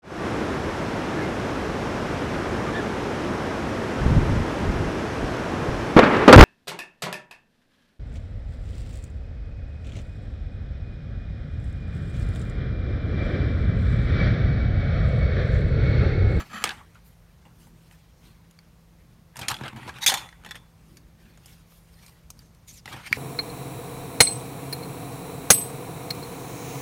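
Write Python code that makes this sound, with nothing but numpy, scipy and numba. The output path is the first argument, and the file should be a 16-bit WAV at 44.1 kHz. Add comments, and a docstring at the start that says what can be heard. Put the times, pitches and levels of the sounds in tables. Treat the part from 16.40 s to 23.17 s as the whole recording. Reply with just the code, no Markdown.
"""Steel scissors are handled, knocked and set down on a desk beside a sheet of stiff card, near a phone.
Knocks are dying noise rattles through a clack resonance; clinks also ring damped blade modes.
Soft pushes thump the desk modes; rubs are grainy noise in bands; scrape, shear, swish and slide are
noise through steep resonances. A small room echoes, over shaped noise and wandering machine hums."""
import sys
import numpy as np
from scipy import signal
from scipy.fft import rfft, irfft
from scipy.io import wavfile
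from scipy.ndimage import uniform_filter1d
from numba import njit

SR = 44100
rng = np.random.default_rng(int(sys.argv[2]) if len(sys.argv) > 2 else 0)


def unload_audio(sound):
    """Save the sound as a 16-bit wav file, at the path given as the first command line argument."""
    columns = np.transpose(np.atleast_2d(sound))
    # keep every value between -1 and 1, then stretch to whole-number steps
    steps = np.round(np.clip(columns, -1, 1) * 32767)
    wavfile.write(sys.argv[1], SR, steps.astype(np.int16))


N = 298557

# six bands from rumble to top treble: low_hz, high_hz
BAND_EDGES = [(95, 450), (650, 1300), (1300, 2600), (2600, 5000), (5000, 9000), (9000, 15000)]

# room hiss and rumble, before the whole is set to AIR_DB: freq_hz, relative_density_db
AIR_COLOUR = [(18, -34.5), (30, 1), (53, 3), (140, -6.5), (173, -6.5), (263, -21.5), (299, -21),
              (410, -22.5), (443, -16.5), (874, -23.5), (1080, -22.5), (1360, -26.5), (3150, -32.5),
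              (4090, -31.5), (15500, -40)]
AIR_DB = -55  # rms
# machine hums: pitch_hz, drift_hz (phase drift setting, about four times the line width), level_db (rms)
MACHINE_HUMS = [(166.1, 1.1, -60), (118, 14, -71), (47, 4.7, -66.5)]
ROOM_DB, ROOM_T60_S, ROOM_TREBLE_T60_S = -20, 0.17, 0.4

# desk top modes: pitch_hz, gain_db, t60_s
DESK_MODES = [(98, -7.5, 0.089), (130, -1.5, 0.12), (214, -0.5, 0.043), (310, -4, 0.027)]
# soft thumps of hand and handles on the desk: start_s, push_db (before the desk modes)
DESK_THUMPS = [(0.2392, -39), (0.2533, -47), (.2922, -48), (0.307, -47), (1.053, -54), (2.9686, -45),
               (3.0141, -44), (3.0846, -38.5), (3.1138, -35), (3.2126, -27), (3.236, -34.5), (3.33, -36),
               (3.362, -39.5), (3.477, -43.5), (3.6766, -42), (3.6814, -42.5), (3.7384, -44),
               (5.0605, -52.5), (5.903, -53), (6.4574, -40.5), (6.5078, -44), (6.5416, -36.5),
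               (6.7115, -31), (6.727, -50)]

# card, fingers and sleeve rubbing:
# loudest_s, swell_s, fade_s, level_db, tilt_db (per band), desk_rumble_db
CARD_RUBS = [(.003, 0.022, 0.051, -49, -6.5, -42.5), (.06, 0.044, 0.098, -56.5, -1.5, -53),
             (0.259, 0.026, 0.11, -38.5, -6.5, -44), (.34, .06, .16, -53, -6.5, -54),
             (.56, 0.013, 0.069, -61, -4, -69), (.67, 0.041, 0.078, -75.5, 5.5, -74),
             (1.26, 0.18, 0.054, -70.5, 3, -70), (1.52, 0.18, 0.098, -72, 2, -77),
             (1.845, 0.059, 0.18, -65.5, 0, -56.5), (3.021, 0.06, 0.095, -44.5, -6, -41.5),
             (3.089, 0.018, 0.11, -39.5, -5, -40.5), (3.26, 0.13, 0.097, -46.5, -6.5, -45),
             (3.37, 0.055, .06, -54, -6, -43), (3.43, 0.052, 0.056, -49.5, -6, -57),
             (3.484, 0.11, 0.053, -48, -4.5, -40), (3.56, 0.078, 0.13, -54, -4, -48.5),
             (3.739, 0.14, 0.18, -44, -7.5, -49.5), (4.11, 0.16, 0.18, -60, -5.5, -52.5),
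             (4.57, 0.27, 0.093, -73, 1.5, -60), (4.83, .1, 0.36, -68.5, -0.5, -57),
             (5.1, 0.13, 0.18, -62.5, 1, -62), (5.33, .1, 0.21, -74.5, 4.5, -69.5),
             (5.64, 0.24, 0.21, -66, 1.5, -67), (6.0, .05, .08, -69.5, 1.5, -61.5),
             (6.49, 0.035, 0.067, -48, -2, -60), (6.535, 0.062, 0.13, -48, -2.5, -45.5),
             (6.67, 0.058, 0.025, -47, -2, -60), (6.76, 0.1, .05, -45.5, -0.5, -45.5)]
# rub colour, one value a band: body_db, low_middle_db, high_middle_db, treble_db, top_treble_db
RUB_COLOUR = [-3, -2.5, 0, -5, -4.5]
# faint stirring between the rubs, same five bands: level_db
RUSTLE_LEVELS = [-79, -77.5, -83, -81, -86.5]
RUB_EDGE_DB, RUB_CURVE = -20, 1.34  # drop after one swell or fade time, and how rounded the top is
RUSTLE_WANDER_DB, RUMBLE_DB = 4.5, -62.5  # dB per unit of walk, and resting desk rumble
CARD_HZ, CARD_WIDTH_HZ, CARD_DB = 794.0, 178.0, 4.52  # the sheet's hollow note over the desk

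# a fingertip swishes over the card, its hollow opening and closing: time_s, level_db, main_pitch_hz
SWISH_PATH = [
    [(6.265, -74, 7200), (6.283, -45.5, 6750), (6.31, -45.5, 6000), (6.325, -55, 6600), (6.335, -51, 7800),
     (6.365, -52, 6760), (6.385, -47, 5650), (6.405, -59, 4760)],
]
# swish resonances at the reference pitch: pitch_hz, width_hz (each of two passes), relative_db
SWISH_RESONANCES = [(2400, 700, -11), (3900, 1000, -8), (5200, 1000, -8), (6800, 1600, 0), (9000, 2200, -6),
                    (12500, 4000, -10)]
# the sheet slides and lifts, its hollow note rising: time_s, level_db, main_pitch_hz
SLIDE_PATH = [
    [(6.565, -53, 900), (6.6, -47, 970), (6.635, -47, 1320), (6.655, -53, 2100), (6.675, -38, 2650),
     (6.69, -54, 2700)],
]
# slide resonances at the reference pitch: pitch_hz, width_hz (each of two passes), relative_db
SLIDE_RESONANCES = [(2000, 1000, 0.5), (2900, 1200, -5), (3900, 2000, -8)]
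SWISH_HZ, SLIDE_HZ = 6800, 2000  # reference pitches of the two main resonances

# blades scraping along each other: time_s, level_db
SCRAPE_PATH = [
    [(0, -36), (.015, -39.5), (.05, -55)],
    [(.1, -52), (.118, -44.5), (.14, -37), (.165, -39.5), (.2, -39.5), (.232, -38)],
]
# hollow colour of the scrape: pitch_hz, width_hz (each of two passes), relative_db
SCRAPE_RESONANCES = [(207.5, 100, -2), (730, 420, -4), (1250, 260, 4), (1670, 60, -1), (1850, 180, -0.5),
                     (2500, 410, -2.5), (3000, 440, -4), (3900, 400, -12), (4400, 350, -10),
                     (6100, 700, -12), (7300, 410, -9.5), (10700, 1700, -14), (13400, 900, -20)]
# the blades close fast just before a burst of clinks: time_s, level_db
SHEAR_PATH = [
    [(3.61, -50), (3.625, -33), (3.641, -24.5), (3.65, -32.5), (3.657, -42)],
]
# colour of the closing blades: pitch_hz, width_hz (each of two passes), relative_db
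SHEAR_RESONANCES = [(895, 170, -9.5), (1980, 630, -3.5), (3850, 420, 3), (4370, 400, -6),
                    (6100, 1500, -3.5), (8000, 500, -16), (9400, 500, -11.5), (12800, 3000, -12.5)]

# scissor blade modes: pitch_hz, gain_db, t60_s
BLADE_MODES = [(840, -7, 0.056), (1048, -11, .17), (1900, -10.5, .13), (2250, -14.5, 0.13),
               (3460, -6.5, .1), (3450, -15, .4), (3560, -14.5, .3), (3530, -8.5, .1), (3730, -9.5, 0.064),
               (4390, -13, .15), (5440, -13, .14), (6780, -13.5, .1), (10300, -17, 0.046),
               (12900, -15, .05)]
# dry knocks and ticks of card and handles: start_s, level_db (peak of crack and clack together),
# body_db and treble_db (over that peak, 6 dB is added to both), clack_hz, clack_db (over crack), rattle_ms
DRY_KNOCKS = [(0.2399, -7.5, -22.5, -11.5, 1290, -3.5, 5.9), (0.254, -21, -16, -21, 1640, -9, 5.5),
              (0.2743, -22, -22, -23, 2540, -3, 4.5), (0.292, -18.5, -34, -17, 1760, -12, 2.8),
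              (0.3054, -24, -27, -34, 1680, -4, 11), (0.317, -41, -20, -6, 1600, -8, 3),
              (0.5474, -52, -17, -6, 2550, 1, 3.5), (0.5548, -45, -28, -26, 1510, 14, 14),
              (1.053, -54.5, 1, -19, 2800, 6, 20), (1.2234, -73, -3, 8, 4600, -9, 5),
              (1.2697, -54, -1, -8, 1980, 12, 6.8), (1.512, -42.5, -24, -33, 1960, -8, 2.3),
              (2.1106, -53, -31, 2, 5300, -7, 4.5), (2.1892, -40, -35.5, -14.5, 4600, 3, 3.3),
              (2.9579, -37, -4, -14, 1890, -9, 4.9), (2.968, -34, -16, -4.5, 1860, -4, 6.9),
              (2.9911, -29.5, -6, -8, 2040, -12, 7.4), (3.0135, -26, -25, -15, 1620, -5, 11),
              (3.0306, -27.5, -28, -19, 2410, -5, 10), (3.0835, -14.5, -21.5, -5, 3140, -10, 6.8),
              (3.1023, -21.5, -15, -10, 3920, -6, 7.7), (3.114, -21.5, -16, -9.5, 3140, -1, 5.9),
              (3.142, -25.5, -16.5, -15, 3290, 1, 4.9), (3.1663, -31, -18, -19, 3360, -3, 3),
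              (3.1874, -38.5, -17, -30, 3490, -1, 4.6), (3.2112, -47.5, 15, -22, 1040, 4, 5.2),
              (3.236, -29, -16, -21, 1750, -4, 7.5), (3.2591, -26.5, -29, -38, 1570, 3.5, 10),
              (3.2804, -26.5, -23, -19, 1550, -2, 6.3), (3.331, -57, 15, -19, 1590, 0, 4.5),
              (3.361, -60.5, 20.5, -22, 1340, -1, 30), (3.477, -32, -10, -27, 1030, -5, 16),
              (3.4926, -25, -39, -23, 1620, 3, 4), (3.5414, -39.5, -10, -16, 1400, -3, 5),
              (3.5858, -32.5, -18, -14, 1650, 2, 7.4), (3.8594, -51, -2, -54, 3640, -1, 4),
              (3.8894, -35.5, -31, -22, 1950, -1, 4.5), (3.9265, -38.5, -19, -28, 1950, 3, 5),
              (4.0374, -40.5, -13, -19, 1560, 8, 2.3), (4.57, -44.5, -25.5, -5.5, 4350, -2, 6.7),
              (4.9745, -54, -2.5, -2, 1750, -2, 5.3), (5.0587, -50, -5.5, 6, 3180, 1, 5.6),
              (5.3207, -69, 14.5, 0, 1180, 3, 5), (5.5395, -51, -28, -13, 4800, 6, 4),
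              (5.6633, -46.5, -26, 0.5, 4170, 0, 5.7), (5.682, -45.5, -29, -5.5, 2420, -4, 4),
              (5.903, -37.5, -41, 0, 1125, -1.5, 4.6), (5.9913, -44, -25, -3, 4610, 1.5, 3.1),
              (6.1484, -56.5, -26, -1, 1680, -6, 2.6), (6.4574, -31, -14, -11.5, 1400, -7, 5.3),
              (6.4777, -30, -13, -29, 1960, 8, 4.4), (6.5273, -29.5, -21, -18, 1580, -3, 9.4),
              (6.5404, -35, -7.5, -28, 1800, 2, 9.1), (6.5636, -46.5, 6, -19, 2510, 0, 7),
              (6.7277, -4.5, -53, -21.5, 2295, 8.5, 2.8)]
# clinks that also ring the blades: the knock columns, then blade_ring_db (before the mode gains)
BLADE_CLINKS = [(3.6629, -8, -42, -7, 3320, 0, 21, -33), (3.6764, -9, -50, -10.5, 3590, 11.5, 8.4, -39),
                (3.6807, -16.5, -22, -1, 3400, -10, 9.3, -28), (3.6894, -34.5, 5, 9, 3400, -10, 17, -22),
                (3.697, -15.5, -40, -7, 3100, -8, 10, -34), (3.7194, -18, -9, -9.5, 1960, 1, 11, -41),
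                (3.7399, -16.5, -17, -5.5, 3700, -23, 9.8, -25),
                (3.7727, -25, -30, -11, 3580, -11, 18, -55), (4.0479, -38, -5, -13, 3030, -4, 7.1, -54),
                (4.0617, -33.5, -7, -26, 1950, -7, 9.1, -45), (4.0894, -41, -29, -20, 3380, -7, 6.2, -46),
                (4.1096, -28, -35, -11.5, 1900, 0.5, 6.6, -42),
                (4.1154, -31, -29, -18, 3460, 1.5, 3.2, -48), (4.1458, -37, -16.5, -22, 1820, 12, 7, -53.5),
                (4.1545, -34, -10.5, -14.5, 3320, -3, 11.6, -55)]
CLACK_T60_S, TOP_UNDER_TREBLE_DB = 0.014, -9.5
ATTACK_S, SPIKE, SPIKE_DECAY_S = 0.00052, 2.4, 0.00025  # rattle onset; spike gain over the rattle

# phone colour, two dips and a lift: pitch_hz, width_hz, share_added (plain gain)
PHONE_COLOUR = [(7700, 1200, -0.36), (10400, 770, -0.26), (13000, 2900, .4)]
BOTTOM_HZ, TOP_HZ = 39.4, 15800


def undb(db):
    """Decibels to gain."""
    return 10 ** (np.asarray(db) / 20)


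def unit(x):
    """Scale to rms 1."""
    return x / np.sqrt(np.mean(x ** 2))


def peak(x):
    """Scale to peak 1."""
    return x / np.max(np.abs(x))


def band(x, k):
    """One of the six bands; signs alternate so that neighbours add."""
    sos = signal.butter(2, BAND_EDGES[k], "bandpass", fs=SR, output="sos")
    return (-1) ** k * signal.sosfilt(sos, x)


def ring(x, modes):
    """Damped modes driven by x, each a decaying sine."""
    out = 0
    for hz, db, t60 in modes:
        pole = np.exp(2j * np.pi * hz / SR - np.log(1000) / (t60 * SR))
        out = out + undb(db) * signal.lfilter([1], [1, -pole], x).imag
    return out


def walk(rate):
    """Random levels held 1 / rate s and slewed twice; spread about 0.7."""
    hold = int(SR / rate)
    steps = np.repeat(rng.standard_normal(N // hold + 1), hold)
    return uniform_filter1d(uniform_filter1d(steps, hold), hold)[:N]


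@njit
def svf(x, hz, width):
    """State-variable band-pass with a moving centre, gain 1 there."""
    y, b, l = np.empty(len(x)), 0., 0.
    for i in range(len(x)):
        g, k = np.tan(np.pi * hz[i] / SR), width / hz[i]
        v = (b + g * (x[i] - l)) / (1 + g * (g + k))
        b, l, y[i] = 2 * v - b, l + 2 * g * v, k * v
    return y


def room_air():
    """Steady hiss and rumble of the room, with narrow hums of a distant machine."""
    freq_hz = np.maximum(np.fft.rfftfreq(N, 1 / SR), 1)
    points_hz, points_db = np.array(AIR_COLOUR).T
    colour = undb(np.interp(np.log(freq_hz), np.log(points_hz), points_db))
    out = undb(AIR_DB) * unit(irfft(rfft(rng.standard_normal(N)) * colour, N))
    for hz, drift_hz, db in MACHINE_HUMS:
        # a tone whose phase wanders; the more drift, the noisier
        drift = np.cumsum(rng.standard_normal(N)) * np.sqrt(2 * np.pi * drift_hz / SR) * .5
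        phase = 2 * np.pi * hz * np.arange(N) / SR + uniform_filter1d(drift, size=400)
        out = out + undb(db + 0.4 * walk(6)) * np.sqrt(2) * np.sin(phase)
    return out


def walls(x):
    """Diffuse echo of a small furnished room: decaying noise whose treble lingers longest."""
    t = np.arange(SR // 2) / SR
    noise = rng.standard_normal(len(t)) * np.minimum(t / 0.0027, 1)
    low = sum(band(noise, k) for k in (1, 2, 3)) * undb(-60 * t / ROOM_T60_S)
    treble = (band(noise, 4) + band(noise, 5)) * undb(-60 * t / ROOM_TREBLE_T60_S)
    tail = low + treble
    return undb(ROOM_DB) * signal.fftconvolve(x, tail / np.sqrt(np.sum(tail ** 2)))[:N]


def desk_thumps():
    """Hand and handles push the desk top softly and its low modes ring."""
    push = np.zeros(N)
    width = int(.001 * SR)  # a 1 ms push
    for s, db in DESK_THUMPS:
        at = int(s * SR)
        push[at:at + width] += undb(db) / width
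    return band(ring(push, DESK_MODES), 0)


def slips(grain_db, flicker_db):
    """Fibres and edges catch and slip: noise with fast grain and slower flicker."""
    return rng.standard_normal(N) * undb(grain_db * walk(400) + flicker_db * walk(72))


def streaks(x, patchy_db):
    """Random uneven colour for rubs and knocks: patches a few hundred Hz wide, some 40 ms long."""
    spec = signal.stft(x, nperseg=256)[2]
    patches = uniform_filter1d(rng.standard_normal(spec.shape), size=2, axis=0)
    patches = uniform_filter1d(patches, size=14, axis=1)
    return signal.istft(spec * undb(patchy_db * unit(patches)), nperseg=256)[1][:len(x)]


def body(x):
    """The low band of a touch, ringing in the hollow under the card."""
    return band(x, 1) + undb(CARD_DB) * svf(x, np.full(len(x), CARD_HZ), CARD_WIDTH_HZ)


def rubbing():
    """Card and fingers: each rub swells and fades, duller or brighter, and the desk rumbles under it."""
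    t = np.arange(0, N + 64, 64) / SR  # coarse clock for the envelopes
    loudest, swell, fade, db, tilt_db, desk_db = np.array(CARD_RUBS).T[:, :, None]
    distance = np.where(t < loudest, (loudest - t) / swell, (t - loudest) / fade)
    shape_db = RUB_EDGE_DB * distance ** RUB_CURVE

    def gain(rub_db, rest_db):
        """Powers of all rubs and the resting level add."""
        rubs = np.linalg.norm(undb(rub_db + shape_db), axis=0)
        return np.hypot(np.interp(np.arange(N) / SR, t, rubs), undb(rest_db))

    grain = streaks(slips(grain_db=1.0, flicker_db=2.0), patchy_db=3.5)
    rumble = unit(band(ring(rng.standard_normal(N), DESK_MODES), 0))
    out = gain(desk_db, RUMBLE_DB + RUSTLE_WANDER_DB * walk(8)) * rumble
    for k, (colour_db, rest_db) in enumerate(zip(RUB_COLOUR, RUSTLE_LEVELS)):
        part = band(grain, k + 1) if k else body(grain)
        rub_db = db + colour_db + (k - 1) * tilt_db  # tilt pivots on the low middle
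        out = out + gain(rub_db, rest_db + RUSTLE_WANDER_DB * walk(11)) * unit(part)
    return out


def curve(paths):
    """Level of several strokes along the whole time, down at -95 dB between strokes."""
    rows = []
    for path in paths:
        rows.append((path[0][0] - .012, -95))
        rows += [point[:2] for point in path]
        rows.append((path[-1][0] + .012, -95))
    return np.interp(np.arange(N) / SR, *np.array(rows).T)


def glide(paths, rest_hz):
    """Pitch factor of a stroke whose main resonance moves."""
    s, _, main_hz = np.transpose(paths[0])
    return np.interp(np.arange(N) / SR, s, main_hz) / rest_hz


def stroke(paths, resonances, grain_db, flicker_db, pitch=1):
    """A sliding stroke: grainy noise through the steep resonances of what slides."""
    grain, colour = slips(grain_db, flicker_db), 0
    for hz, width, db in resonances:
        centre = np.clip(hz * pitch * np.ones(N), 100, .4 * SR)
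        once = svf(grain, centre, 1. * width)
        colour = colour + undb(db) * unit(svf(once, centre, 1. * width))
    return undb(curve(paths)) * unit(colour)


def swish():
    """A fingertip excites the card's hollow while its resonances move together."""
    pitch = glide(SWISH_PATH, SWISH_HZ)
    return stroke(SWISH_PATH, SWISH_RESONANCES, grain_db=1.5, flicker_db=0.5, pitch=pitch)


def slide():
    """The sheet slides and lifts, so its hollow note rises."""
    pitch = glide(SLIDE_PATH, SLIDE_HZ)
    return stroke(SLIDE_PATH, SLIDE_RESONANCES, grain_db=1.5, flicker_db=2.0, pitch=pitch)


def scrape():
    """Blades catch and slip along each other with a fixed hollow colour."""
    return stroke(SCRAPE_PATH, SCRAPE_RESONANCES, grain_db=2.0, flicker_db=2.0)


def shear():
    """The blades close fast, a short rougher stroke of steel."""
    return stroke(SHEAR_PATH, SHEAR_RESONANCES, grain_db=2.5, flicker_db=3.0)


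def blade_ring():
    """The first contact of each clink strikes the steel and its damped modes ring."""
    strikes = np.zeros(N)
    for clink in BLADE_CLINKS:
        strikes[int(clink[0] * SR)] += undb(clink[-1])
    return ring(strikes, BLADE_MODES)


def knocks():
    """A first contact and a dying rattle of smaller ones excite a clack, the card's body and treble."""
    t = np.arange(4096) / SR
    out = np.zeros(N + len(t))
    for s, db, body_db, treble_db, clack_hz, clack_db, rattle_ms, *_ in DRY_KNOCKS + BLADE_CLINKS:
        decay = np.minimum(t / ATTACK_S, 1) * np.exp(-t * 1000 / max(rattle_ms, .3))
        contact = SPIKE * np.exp(-t / SPIKE_DECAY_S)
        rattle = streaks(rng.standard_normal(len(t)), patchy_db=4.0) * (decay + contact)
        clack = undb(clack_db) * peak(ring(rattle, [(clack_hz, 0, CLACK_T60_S)]))
        crack = peak(band(rattle, 2) + band(rattle, 3))
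        treble = peak(band(rattle, 4)) + undb(TOP_UNDER_TREBLE_DB) * peak(band(rattle, 5))
        knock = peak(clack + crack)
        knock = knock + 2 * undb(body_db) * peak(body(rattle)) + 2 * undb(treble_db) * treble
        at = int(s * SR)
        out[at:at + len(t)] += undb(db) * knock
    return out[:N]


def scene():
    """Desk sounds, their echo and the room."""
    near = desk_thumps() + rubbing() + swish() + slide()
    near = near + scrape() + shear() + blade_ring() + knocks()
    return (near + walls(near) + room_air())[None]


def record(dry):
    """The phone colours the treble, cuts the deepest bass and the top."""
    wet = dry[0]
    for hz, width, share in PHONE_COLOUR:
        wet = wet + share * svf(dry[0], np.full(N, 1. * hz), 1. * width)
    wet = signal.sosfilt(signal.butter(4, BOTTOM_HZ, "highpass", fs=SR, output="sos"), wet)
    return signal.sosfilt(signal.ellip(10, .2, 70, TOP_HZ, fs=SR, output="sos"), wet)[None]


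dry = scene()
out = record(dry)
unload_audio(out)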